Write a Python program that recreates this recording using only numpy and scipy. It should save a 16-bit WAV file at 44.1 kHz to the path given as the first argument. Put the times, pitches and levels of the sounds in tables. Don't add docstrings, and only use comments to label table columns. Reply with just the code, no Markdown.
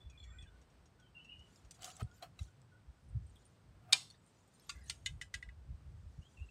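import sys
import numpy as np
from scipy import signal
from scipy.fft import rfft, irfft, next_fast_len
from scipy.io import wavfile
from scipy.ndimage import uniform_filter1d, map_coordinates

SR = 44100
rng = np.random.default_rng(int(sys.argv[2]) if len(sys.argv) > 2 else 0)


def to_linear_factor(level_db):
    exponent = np.asarray(level_db, float) / 20
    return 10 ** exponent


def generate_wav(signal):
    frames = np.transpose(np.atleast_2d(signal))
    scaled = np.clip(frames, -1, 1) * 32767
    pcm = np.round(scaled).astype(np.int16)
    wavfile.write(sys.argv[1], SR, pcm)


N = 286650


def unit(x):
    return x / np.sqrt(np.mean(x ** 2) + 1e-20)


def along(points, hz):
    f, v = np.transpose(points)
    return np.interp(np.log(hz + 1), np.log(f + 1), v)


def wobble(rate, size=N):
    knots = rng.standard_normal(int(size * max(rate, 300) / SR) + 4)
    return map_coordinates(knots, [np.arange(size) * rate / SR])


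def coloured(x, spectrum):
    m = next_fast_len(len(x) + 4096)
    gain = to_linear_factor(along(spectrum, np.fft.rfftfreq(m, 1 / SR)))
    return unit(irfft(rfft(x, m) * gain, m)[:len(x)])


def band(x, edges, order=4):
    return signal.sosfilt(signal.butter(order, edges, "band", fs=SR, output="sos"), x)


def add(track, s, sound):
    part = track[round(s * SR):][:len(sound)]
    part += sound[:len(part)]


def swells(rows):
    s, db, rise, fade = np.array(list(rows)).T[:, :, None]
    t = np.arange(0, N / SR, .001)
    fall = np.maximum((s - t) / abs(rise), (t - s) / abs(fade))
    power = to_linear_factor(db - 20 * fall) ** 2
    return np.interp(np.arange(N) / SR, t, np.sqrt(power.sum(axis=0)))


# pitch_hz [Hz], t60_s [s]
GROVE_ECHO = [(500, 0.57), (2000, 0.15), (5000, 0.087), (9000, 0.36), (12500, 0.47)]


def echoes(x):
    hz, t, grid = signal.stft(rng.standard_normal(size=12000), SR, nperseg=256)
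    fading = to_linear_factor(-60 * t / along(GROVE_ECHO, hz)[:, None])
    tail = signal.istft(grid * fading, SR, nperseg=256)[1]
    return signal.fftconvolve(x, tail / np.linalg.norm(tail))


# pitch_hz [Hz], level_db [dB]
CRACK_COLOUR = [(350, -64.5), (700, -18), (1400, -12), (2100, -2.5), (3500, 0), (5500, -4.5), (8500, -3.5),
                (10500, -16.5), (15500, -38.5)]


def blow(modes, crack_db, crack_t60, wet_db, rise=0.000575, colour=CRACK_COLOUR):
    t = np.arange(SR // 8) / SR
    hz, width, db = np.transpose(modes)[:, :, None]
    width = np.clip(width, 22, 900)
    strength = width * to_linear_factor(db + 1.5 * rng.standard_normal(hz.shape))
    high = np.minimum(hz / 3500, 1) ** 2
    strength = strength * (1 + 0.64 * high * np.exp(-t / 0.002))
    knots = rng.standard_normal((len(hz), 32))
    knot_times = np.linspace(0, t[-1], 32)
    flutter = 0.38 * high * np.array([np.interp(t, knot_times, row) for row in knots])
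    decay = np.exp(-np.pi * width * t + flutter)
    ring = np.sum(strength * decay * np.sin(2 * np.pi * hz * t), axis=0)
    crack = to_linear_factor(crack_db - 60 * t / crack_t60) * coloured(rng.standard_normal(len(t)), colour)
    direct = (ring / np.abs(ring).max() + crack) * (1 - np.exp(-t / rise))
    out = to_linear_factor(wet_db) * echoes(direct)
    add(out, 0, direct)
    return out


def scuff(t60, colour):
    t = np.arange(SR // 4) / SR
    spectrum = rfft(coloured(rng.standard_normal(len(t)), colour))
    streak_db = 8 * np.minimum(wobble(SR / 40, len(spectrum)), 1)
    return to_linear_factor(-60 * t / t60) * unit(irfft(spectrum * to_linear_factor(streak_db), len(t)))


# pitch_hz [Hz], level_db [dB per Hz]
HUSH_COLOUR = [(88, -28.5), (150, -1), (341, -10.5), (1450, -18.5), (2140, -23), (5150, -28.5),
               (7320, -34.5), (8230, -28), (10200, -42.5), (15300, -43.5), (16000, -62.5)]
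# pitch_hz [Hz], level_db [dB]
DEEP_COLOUR = [(25, -28.5), (42, -4.5), (60, 3.5), (85, 0.5), (120, -25)]
# pitch_hz [Hz], level_db [dB]
UPPER_COLOUR = [(60, -29), (95, 1.5), (140, -4), (200, -17), (350, -38.5)]
# peak_s [s], deep_db [dB], upper_db [dB], fade_s [s over 20 dB], signs ignored
GUST_EVENTS = [(0.056, -46.5, -70, -0.05), (0.271, -54, -64, -0.5), (0.38, -56.5, -71.5, 0.23),
               (0.426, -39.5, -54.5, -0.005), (1.0, -69, -73.5, 0.62), (1.38, -59.5, -66.5, 0.18),
               (1.655, -54.5, -75.5, 0.0438), (1.8, -67.5, -66, 0.09), (2.045, -38, -45.5, 0.0195),
               (2.3, -66.5, -58, 0.1), (2.418, -43.5, -52, 0.0512), (2.59, -83, -61.5, 0.47),
               (2.885, -47.5, -63.5, 0.04), (3.161, -44, -46.5, 0.1649), (3.205, -58, -67, -0.1157),
               (3.7, -62.5, -60.5, 0.14), (3.9, -87.5, -61.5, 0.625), (4.76, -53, -68.5, 0.1566),
               (4.88, -56.5, -58, 0.2248), (5.11, -50, -51, 0.2066), (5.16, -51, -68, 0.1051),
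               (5.36, -48.5, -53.5, 0.047), (5.469, -48.5, -60.5, 0.0753), (5.58, -51, -65.5, 0.12),
               (5.702, -39, -42.5, 0.0615), (5.88, -49, -52.5, 0.14), (5.959, -50, -50.5, 0.1034),
               (6.045, -48, -61, 0.13), (6.186, -41.5, -47, 0.03), (6.415, -44, -74.5, 0.0647)]
# start_s [s], peak_db [dB]
SNAP_EVENTS = [
    (3.9243, -26),
    (3.9262, -15),
    (3.9304, -8),
]


def wind():
    s, deep_db, upper_db, fade = np.transpose(GUST_EVENTS)
    rise = 0.6803 * fade
    since = np.arange(N) / SR - SNAP_EVENTS[-1][0]
    duck_db = -12 * (since > 0) * np.exp(-(since / 0.59) ** 2)

    def level(db, calm_db):
        calm = to_linear_factor(calm_db + duck_db + 3.5 * wobble(6.4))
        return np.hypot(swells(zip(s, db, rise, fade)), calm)

    def eddies(spectrum):
        noise = coloured(rng.standard_normal(N), spectrum)
        return np.cos(np.angle(signal.hilbert(noise)))

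    buffet = to_linear_factor(7) * level(deep_db, calm_db=-77) * eddies(DEEP_COLOUR)
    buffet += to_linear_factor(2.5) * level(upper_db, calm_db=-71) * eddies(UPPER_COLOUR)
    breeze_db = .5 * wobble(3) + .5 * wobble(15)
    hush = to_linear_factor(-71 + breeze_db) * coloured(rng.standard_normal(N), HUSH_COLOUR)
    return band(buffet, (38, 172.75), order=3) + hush


# start_s [s], peak_db [dB], length_s [s], pitch_hz [Hz]
INSECT_CHIRPS = [(0.0054, -67, 0.0277, 3440), (0.0164, -62.5, 0.0133, 3468), (0.051, -69, 0.0246, 3450),
                 (0.097, -68.5, 0.0148, 3406), (0.1766, -58.5, 0.0069, 3426), (0.2025, -54.5, 0.0038, 3429),
                 (0.23, -58, 0.0148, 3382), (0.274, -72.5, 0.02, 3460), (0.3024, -64.5, 0.0116, 3414),
                 (0.387, -54.5, 0.0075, 3425), (0.411, -57.5, 0.0063, 3444), (0.423, -65.5, 0.0107, 3307),
                 (0.4718, -70, 0.0175, 3492)]


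def insect():
    out, t = np.zeros(N), np.arange(SR // 10) / SR
    for s, db, length, hz in INSECT_CHIRPS:
        fade_db = -60 * np.clip(t - length, 0, None) / 0.045
        swell = np.clip(t / 0.0023, 0, 1) * to_linear_factor(fade_db)
        add(out, s - .002, to_linear_factor(db) * swell * np.sin(2 * np.pi * hz * t))
    return out


def note(s, first_hz, last_hz, db, length):
    attack_s, release_s = .008, 0.0477
    end = s + length
    return [(s - attack_s, first_hz, db - 20), (s, first_hz, db),
            (end, last_hz, db), (end + release_s, last_hz, db - 20)]


def whistle(rows, smear_hz, waver_hz):
    s, hz, db = np.transpose(rows)
    t = np.arange(s[0], s[-1], 1 / SR)
    size = len(t) // 4096 * 4096 + 4096

    def chance(rate):
        return wobble(rate, size)[:len(t)]

    echo = 0.516 + chance(smear_hz) + 1j * chance(smear_hz)
    turns = np.cumsum(np.interp(t, s, hz) + waver_hz * chance(24.25)) / SR
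    return s[0], to_linear_factor(np.interp(t, s, db)) * np.real(echo * np.exp(2j * np.pi * turns))


# start_s [s], first_pitch_hz [Hz], last_pitch_hz [Hz], level_db [dB], length_s [s]
BIRD_NOTES = [(0.099, 2486, 2445, -72, 0.084), (0.169, 2389, 2300, -71, 0.109),
              (0.188, 7317, 7450, -77, 0.204), (0.193, 4190, 4267, -73, 0.055),
              (0.249, 1924, 1925, -74, 0.188), (0.286, 1271, 1260, -76, 0.037),
              (0.299, 1489, 1398, -73.5, 0.0178), (0.335, 1486, 1523, -70.5, 0.044),
              (0.419, 2650, 2617, -74.5, 0.0256), (0.431, 3000, 2950, -78.5, 0.05),
              (0.323, 2375, 2404, -72.5, 0.129), (0.384, 8540, 8400, -75, 0.038),
              (0.461, 1620, 1540, -69, 0.0381), (.53, 1560, 1535, -78.5, 0.054),
              (0.999, 3400, 3250, -78, .03), (1.035, 3154, 3040, -74, 0.0402),
              (1.154, 2680, 2734, -57.5, 0.034), (1.178, 2818, 2900, -62.5, 0.051),
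              (1.25, 2774, 2795, -59, 0.044), (1.293, 2967, 2900, -55, 0.0453),
              (1.31, 2670, 2580, -63, 0.0172), (1.359, 2900, 2900, -62, 0.0652),
              (1.467, 2900, 2900, -73, 0.013), (4.739, 2052, 1911, -69.5, 0.093),
              (4.749, 1650, 1700, -72, 0.078), (4.866, 1757, 1770, -68, 0.0246),
              (6.22, 2878, 3250, -70, 0.0495), (6.373, 2676, 2640, -61, 0.00695),
              (6.397, 2651, 2790, -59.5, 0.0258), (6.49, 2690, 2760, -66.5, 0.0101)]
# start_s [s], level_db [dB], length_s [s]
COO_NOTES = [
    (0.991, -71, 0.04),
    (1.09, -81.5, 0.026),
    (1.161, -76.5, 0.043),
    (1.482, -78, 0.0345),
    (2.075, -70.5, 0.0496),
    (2.18, -70, 0.025),
    (2.484, -77.5, 0.01474),
    (2.72, -71.5, 0.0353),
    (2.98, -77.5, 0.022),
]


def birds():
    out = np.zeros(N)
    for row in BIRD_NOTES:
        add(out, *whistle(note(*row), smear_hz=210, waver_hz=40))
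    for s, db, length in COO_NOTES:
        add(out, *whistle(note(s, 1465, 1465, db, length), smear_hz=79.9, waver_hz=14.4))
    return 0.698 * out


# start_s [s], peak_db [dB]
TICK_EVENTS = [
    (0.099, -54.5),
    (0.239, -53),
    (0.4239, -53),
    (0.615, -57),
    (0.6997, -63),
    (0.857, -57),
    (0.998, -58.5),
    (1.245, -56),
    (1.3925, -58),
    (1.6484, -56),
]
# pitch_hz [Hz], width_hz [Hz], level_db [dB]
TICK_MODES = [(5634.2, 14, -1), (5940, 184, -12.5), (6655, 29, 1.5), (8100, 27, -27), (8000, 78, -16)]


def far_ticks():
    out = np.zeros(N)
    for s, db in TICK_EVENTS:
        add(out, s, to_linear_factor(db) * blow(TICK_MODES, crack_db=-14.5, crack_t60=0.07, wet_db=-9))
    return out


def crackle(count):
    start, pitch, size = rng.random((count, 3)).T
    t = np.arange(800) / SR
    hz = 2000 * 7 ** pitch[:, None]
    loudness = to_linear_factor(-2.5 * np.log(size + 0.03))[:, None]
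    rings = loudness * np.sin(2 * np.pi * hz * t) * to_linear_factor(-60 * t / .07)
    where = (start * N).astype(int)[:, None] + np.arange(len(t))
    return unit(np.bincount(where.ravel(), rings.ravel())[:N])


# pitch_hz [Hz], level_db [dB]
LEAF_COLOUR = [(880, -41.5), (1500, -6.5), (2060, -8), (2230, -14), (3060, -2.5), (5330, -3), (7100, 3),
               (10500, -10), (14800, -21), (16000, -15.5)]
# peak_s [s], level_db [dB], rise_s [s over 20 dB], fade_s [s over 20 dB], signs ignored
RUMMAGE_EVENTS = [(1.564, -71.5, -0.1954, 0.12), (1.745, -67.5, 0.0154, 0.0748), (1.826, -55, 0.02, 0.0857),
                  (1.85, -52, 0.0216, .07), (1.905, -58.5, 0.0891, 0.0356), (1.97, -67, -0.17, 0.0873),
                  (2.17, -74.5, 0.1, -0.14), (2.422, -66, 0.0538, -0.104), (3.01, -85, 0.17, 0.1),
                  (3.095, -86, 0.19, -0.02), (3.275, -82.5, -0.1954, 0.26), (3.456, -80, -0.33, 0.29),
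                  (4.04, -82.5, 0.1485, -0.0745), (4.275, -79, 0.12, -0.42), (4.4, -83.5, 0.12, 0.1),
                  (4.55, -78.5, -0.1635, 0.1588), (4.65, -74, 0.23, 0.26), (4.76, -74, 0.01, 0.19),
                  (4.885, -63.5, 0.0626, -0.1071), (4.96, -74.5, 0.06, 0.0346), (5.04, -81, 0.25, 0.16),
                  (6.24, -82.5, 0.79, -1.5), (6.325, -81.5, 0.44, -3.3)]
# peak_s [s], level_db [dB], rise_s [s over 20 dB], fade_s
# [s over 20 dB], signs ignored
DRAG_EVENTS = [
    (1.868, -53, 0.0911, 0.0845),
    (1.998, -54.5, 0.0034, 0.012),
    (2.018, -49, 0.0376, 0.0069),
    (2.23, -48.5, 0.0137, 0.0418),
    (2.4, -70, -0.06, 0.0741),
    (3.948, -53, 0.0933, -0.0407),
]
# pitch_hz [Hz], level_db [dB]
DRAG_COLOUR = [(400, -14), (600, -11), (730, 4.5), (900, -20), (1250, -4), (1700, -16), (2600, -17),
               (4000, -32)]
# start_s [s], peak_db [dB], pitch_hz [Hz]
TWIG_CLICKS = [(1.5593, -46.5, 5280), (1.793, -51.5, 4700), (1.8214, -44.5, 6450), (1.8313, -33, 3146),
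               (1.8447, -31, 3104), (1.902, -38.5, 2684), (1.9671, -35, 7850), (2.02, -41.5, 2580),
               (2.029, -44.5, 3238), (2.114, -52, 3335), (2.4307, -43.5, 8180), (2.617, -50.5, 5114),
               (3.2662, -61, 8470), (3.3587, -53.5, 3500), (3.4535, -52.5, 8590), (4.264, -52.5, 8513),
               (4.538, -60.5, 8747), (4.5971, -49.5, 4255)]


def leaves():
    grains = coloured(crackle(count=5000) + .95 * rng.standard_normal(N), LEAF_COLOUR)
    out = swells(RUMMAGE_EVENTS) * grains
    scrape = coloured(rng.standard_normal(N) * to_linear_factor(1.7 * wobble(70)), DRAG_COLOUR)
    out += swells(DRAG_EVENTS) * scrape
    for s, db, hz in TWIG_CLICKS:
        modes = [(hz, 300, 0), (min(hz * 1.529, 9500), 400, -6)]
        click = blow(modes, crack_db=-12.5, crack_t60=0.00693, wet_db=-9, colour=LEAF_COLOUR)
        add(out, s, to_linear_factor(db) * click)
    return out


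# start_s [s], peak_db [dB], bounce_db [dB], crack_db [dB], rise_s [s]
KNOCK_EVENTS = [(1.71, -42.5, -5.5, -6.5, 0.00066), (1.998, -41, 2, -14, 0.00162),
                (2.225, -35.5, -8, -15, 0.00155), (2.391, -38.5, -18, -13, 0.00176),
                (4.102, -44, -0.5, -17, 0.000877), (4.694, -27.5, -3, -9.5, 0.0015),
                (4.898, -25, -10, -5.5, 0.000727), (5.061, -22, -9.5, -9.5, 0.001205),
                (5.214, -33.5, -2, -10.5, 0.000424), (5.341, -28.5, -6.5, -6.5, 0.00113),
                (5.427, -36, -10, -23.5, 0.00062), (5.49, -44.5, -4.5, -32.5, 0.0008)]


def approach():
    out, t = np.zeros(N), np.arange(SR // 50) / SR
    for s, db, *_ in KNOCK_EVENTS + [(SNAP_EVENTS[0][0], -34)]:
        swell = to_linear_factor(db - 29.5 - 60 * t[::-1] / 0.01874)
        add(out, s - t[-1], swell * coloured(rng.standard_normal(len(t)), LEAF_COLOUR))
    return out


# pitch_hz [Hz], width_hz [Hz], level_db [dB]
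SEATED_MODES = [(1422, 23, -27), (1630, 16, -9), (1981.8, 30.2, 5), (2580, 21.16, -13.5),
                (2894, 22.13, -12.5), (3608, 42.28, -11.5), (4326, 35.3, -16), (5220, 25.66, -19),
                (6550, 55, -21), (8270, 57, -26.5)]


def seated(k):
    dulling_db, main_hz = -3, 1950
    return [(hz, width, db + k * dulling_db * abs(np.log2(hz / main_hz))) for hz, width, db in SEATED_MODES]


# pitch_hz [Hz], width_hz [Hz], level_db [dB]
LIMB_MODES = [
    [(2476.6, 37.1, -13), (4850, 32.6, -4.5), (5970, 31.76, 4.5), (8400, 26, 5.5), (9000, 26, -3.5)],
    [(733.6, 39.4, -1), (1271.5, 30, -6.5), (2522, 74, -17.5), (3101, 39, -12), (4380, 23.4, -17)],
    [(679.6, 65.3, 0.5), (3250, 36, -6), (4038, 61, -6.5), (4272, 24, -7.5), (5600, 18.58, -14)],
    [(1259, 62, -5), (2068.1, 19.1, -5), (2680, 108, -1), (3923, 61.9, 2)],
    [(3585, 82, -0.5), (4392.8, 114, 6), (7030, 29, -13.5), (7996, 46, -13)],
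]
# pitch_hz [Hz], width_hz [Hz], level_db [dB]
ARROW_MODES = [
    [(1157, 36.6, 3), (1406, 29.6, -1.5), (2705, 35, -0.5), (3633, 40, -6.5), (3887, 41, -3.5),
     (4634, 41, -3), (5700, 29.7, -16.5), (6700, 82, -7.5), (7570, 21, -20.5), (8400, 28.93, -20)],
    [(1401, 15, -2), (2015, 46, 6), (2363, 21, -0.5), (2900, 17.1, 3), (3714, 40, 1.5), (4307, 69, 7.5),
     (4620, 51, 2.5), (5700, 64, -16.5), (6180, 38.04, -20), (8173, 36, -19.5), (8590, 20.9, 3)],
    [(1631, 30, -7.5), (1996, 41, -3.5), (2050, 30, -3.5), (2966.7, 28.59, 3.5), (3657, 29.7, -1.5),
     (4040, 41, -6), (6710, 49.4, -8), (7971.3, 47.5, -17.5)],
]
# pitch_hz [Hz], level_db [dB]
SCUFF_COLOUR = [(600, -33), (1200, -3.5), (2500, 7), (5000, 1), (8500, 0), (11000, -23.5), (15000, -20),
                (16500, -40)]
SCUFF_LEVELS = [-36.5, -21, -24.5, -25.5, -40, -19.5, -23.5, -26, -19.5, -23, -31, -33]


def shaft_taps():
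    out = np.zeros(N)
    mode_sets = LIMB_MODES + ARROW_MODES + [seated(k) for k in range(4)]
    for (s, db, bounce_db, crack_db, rise), modes in zip(KNOCK_EVENTS, mode_sets):
        colour = LEAF_COLOUR if s < 4.5 else CRACK_COLOUR
        for lag, gain_db in (0, db), (.0073, db + bounce_db):
            hit = blow(modes, crack_db, 0.02552, wet_db=-15.5, rise=rise, colour=colour)
            add(out, s + lag - .0007, to_linear_factor(gain_db) * hit)
    for (s, db, *_), under_db in zip(KNOCK_EVENTS, SCUFF_LEVELS):
        add(out, s, to_linear_factor(db + under_db) * scuff(0.1384, SCUFF_COLOUR))
    return out


# start_s [s], peak_db [dB]
TWIG_BREAKS = [
    (1.8216, -46.5),
    (1.8318, -46.5),
    (1.8444, -35),
    (1.854, -46),
    (1.866, -52.5),
    (1.915, -52),
]


def twigs():
    out, t = np.zeros(N), np.arange(SR // 20) / SR
    for s, db in TWIG_BREAKS:
        crack = coloured(rng.standard_normal(len(t)), LEAF_COLOUR)
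        add(out, s - .0005, to_linear_factor(db - 5 - 60 * t / .018) * crack)
    return out


# start_s [s], peak_db [dB], pitch_hz [Hz], t60_s [s]
PING_EVENTS = [(1.952, -52.5, 7570, 0.041), (2.030, -53, 8490, .04), (2.076, -69.5, 3740, 0.043),
               (2.111, -66.5, 6690, 0.063), (2.141, -68, 7000, 0.044), (2.149, -67, 7000, 0.0743),
               (3.038, -76.5, 9980, 0.083), (3.088, -69.5, 9200, 0.059), (3.090, -78, 10100, 0.066),
               (3.095, -69.5, 8180, 0.067), (3.266, -64, 8490, .08), (3.296, -63, 8560, 0.05874),
               (3.297, -72, 7300, 0.053), (3.355, -73, 9400, .15), (3.356, -69.5, 8200, 0.0959),
               (3.357, -77, 13500, .05), (3.360, -60, 3376, 0.103), (3.454, -62, 8980, 0.107),
               (4.178, -70.5, 7930, 0.136), (4.234, -69, 8510, 0.082), (4.263, -67, 9670, .05),
               (4.274, -67.5, 8400, 0.115), (4.370, -72, 6103, 0.068), (4.404, -68.5, 8650, 0.054),
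               (4.476, -70.5, 8290, 0.086), (4.478, -72.5, 14040, .02), (4.538, -71, 13500, .03),
               (4.539, -69, 8800, .08), (4.548, -65.5, 8600, 0.153), (4.549, -70, 7109, 0.078),
               (4.596, -66.5, 13130, 0.029), (4.598, -70, 11540, 0.042), (4.599, -65.5, 5274, 0.14),
               (4.618, -65.5, 8760, 0.135), (4.668, -70, 11490, 0.093), (4.757, -72, 14000, .03),
               (4.770, -70, 13500, .02), (4.795, -69, 13000, .02), (4.816, -65, 4950, 0.112),
               (4.840, -60, 9140, 0.051), (4.841, -71.5, 13500, .02), (4.857, -61.5, 8900, 0.106),
               (4.880, -57, 6500, 0.096)]
# start_s [s], peak_db [dB], pitch_hz [Hz], t60_s [s]
STRING_BRUSHES = [
    (3.99, -63.5, 3676, .15),
    (4.005, -59, 2495, 0.114),
    (4.03, -60.5, 5150, 0.194),
    (4.035, -61.5, 4327, 0.18),
    (4.06, -67, 3650, 0.22),
    (4.102, -57.5, 9010, .06),
    (4.118, -66, 5840, 0.103),
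    (4.135, -63, 3695, 0.104),
    (4.14, -66, 1788, 0.11),
    (4.15, -66, 4535, 0.082),
]


def pings():
    out, t = np.zeros(N), np.arange(SR // 10) / SR
    ratchet = [(2.143 + k * .0075, -60.5, 12450 + 700 * (k % 3), .008) for k in range(8)]
    for s, db, hz, t60 in PING_EVENTS + STRING_BRUSHES + ratchet:
        noise = rng.standard_normal((3, len(t)))
        waver = unit(uniform_filter1d(uniform_filter1d(noise[:2], size=90), size=90))
        tone = (0.66 + waver[0] + 1j * waver[1]) * np.exp(2j * np.pi * hz * t)
        ring = np.real(tone) * to_linear_factor(-60 * t / t60)
        tick = .2 * np.diff(noise[2], prepend=0) * to_linear_factor(-60 * t / .006)
        add(out, s - .0005, to_linear_factor(db - 6.5) * (ring + tick) * (1 - np.exp(-t / 0.000597)))
    return out


# centre_s [s], level_db [dB], pitch_hz [Hz], half_width_s [s]
THUMP_EVENTS = [
    (2.029, -32, 98.3, .007),
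    (2.024, -50.5, 421, 0.0052),
    (2.029, -44.5, 207.4, 0.0054),
    (2.047, -37, 91, 0.0075),
    (2.419, -37.5, 89.8, 0.00905),
    (3.164, -30.5, 110.8, 0.00953),
    (3.17, -34, 69, .02),
    (5.704, -34.5, 96, 0.011),
]


def thumps():
    out, t = np.zeros(N), np.arange(N) / SR
    for s, db, hz, width in THUMP_EVENTS:
        out += to_linear_factor(db) * np.exp(-((t - s) / width) ** 2) * np.cos(2 * np.pi * hz * (t - s))
    return out


# pitch_hz [Hz], width_hz [Hz], level_db [dB]
BOW_MODES = [(799, 9.8, -7.5), (991, 12, -16), (1276.5, 12, -14), (1606, 20, -17.5), (1791, 30, -16.5),
             (2392.4, 31, -2), (2540, 32, -12), (3018, 62, -5.5), (3083, 22, -10.5), (3736.1, 62, 0),
             (3946, 71, -2.5), (4354.1, 42, -9.5), (4600, 60, -14.5), (4810, 59.14, -14.5),
             (5063, 52, -4.5), (7049.8, 99, -14), (7706, 44, -14.5), (8072.5, 60, -15), (8630, 61, -11)]
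# pitch_hz [Hz], level_db [dB]
SLAP_COLOUR = [(350, -59.5), (600, -26), (1200, -15), (2000, -15), (3000, -6), (4000, 0), (6000, -14),
               (8300, -8), (10500, -22.5), (14000, -28.5), (15800, -45)]
# pitch_hz [Hz], level_db [dB]
BUZZ_COLOUR = [(600, -22), (1000, -9.5), (2400, -4), (3000, -8), (3700, 0), (4400, -2), (5200, -1.5),
               (6200, -7), (8500, -5), (10500, -20), (15500, -34)]


def string_snap():
    out = np.zeros(N)
    for s, db in SNAP_EVENTS:
        slap = blow(BOW_MODES, crack_db=-14, crack_t60=0.01897, wet_db=-19, rise=0.00028, colour=SLAP_COLOUR)
        add(out, s, to_linear_factor(db) * slap)
    add(out, s, to_linear_factor(-45) * scuff(0.3, BUZZ_COLOUR))
    return 2.2 * band(out, (900, 15000), order=2)


def scene():
    hits = far_ticks() + leaves() + approach() + shaft_taps() + twigs() + pings() + string_snap()
    calls = insect() + birds()
    grove = wind() + calls + to_linear_factor(-5) * echoes(calls)[:N] + thumps()
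    return (band(hits, (350, 17500)) + grove)[None]


def band_limit(x):
    return signal.sosfilt(signal.butter(12, 15600, fs=SR, output="sos"), x)


def record(dry):
    return band_limit(dry)


dry = scene()
out = record(dry)
generate_wav(out)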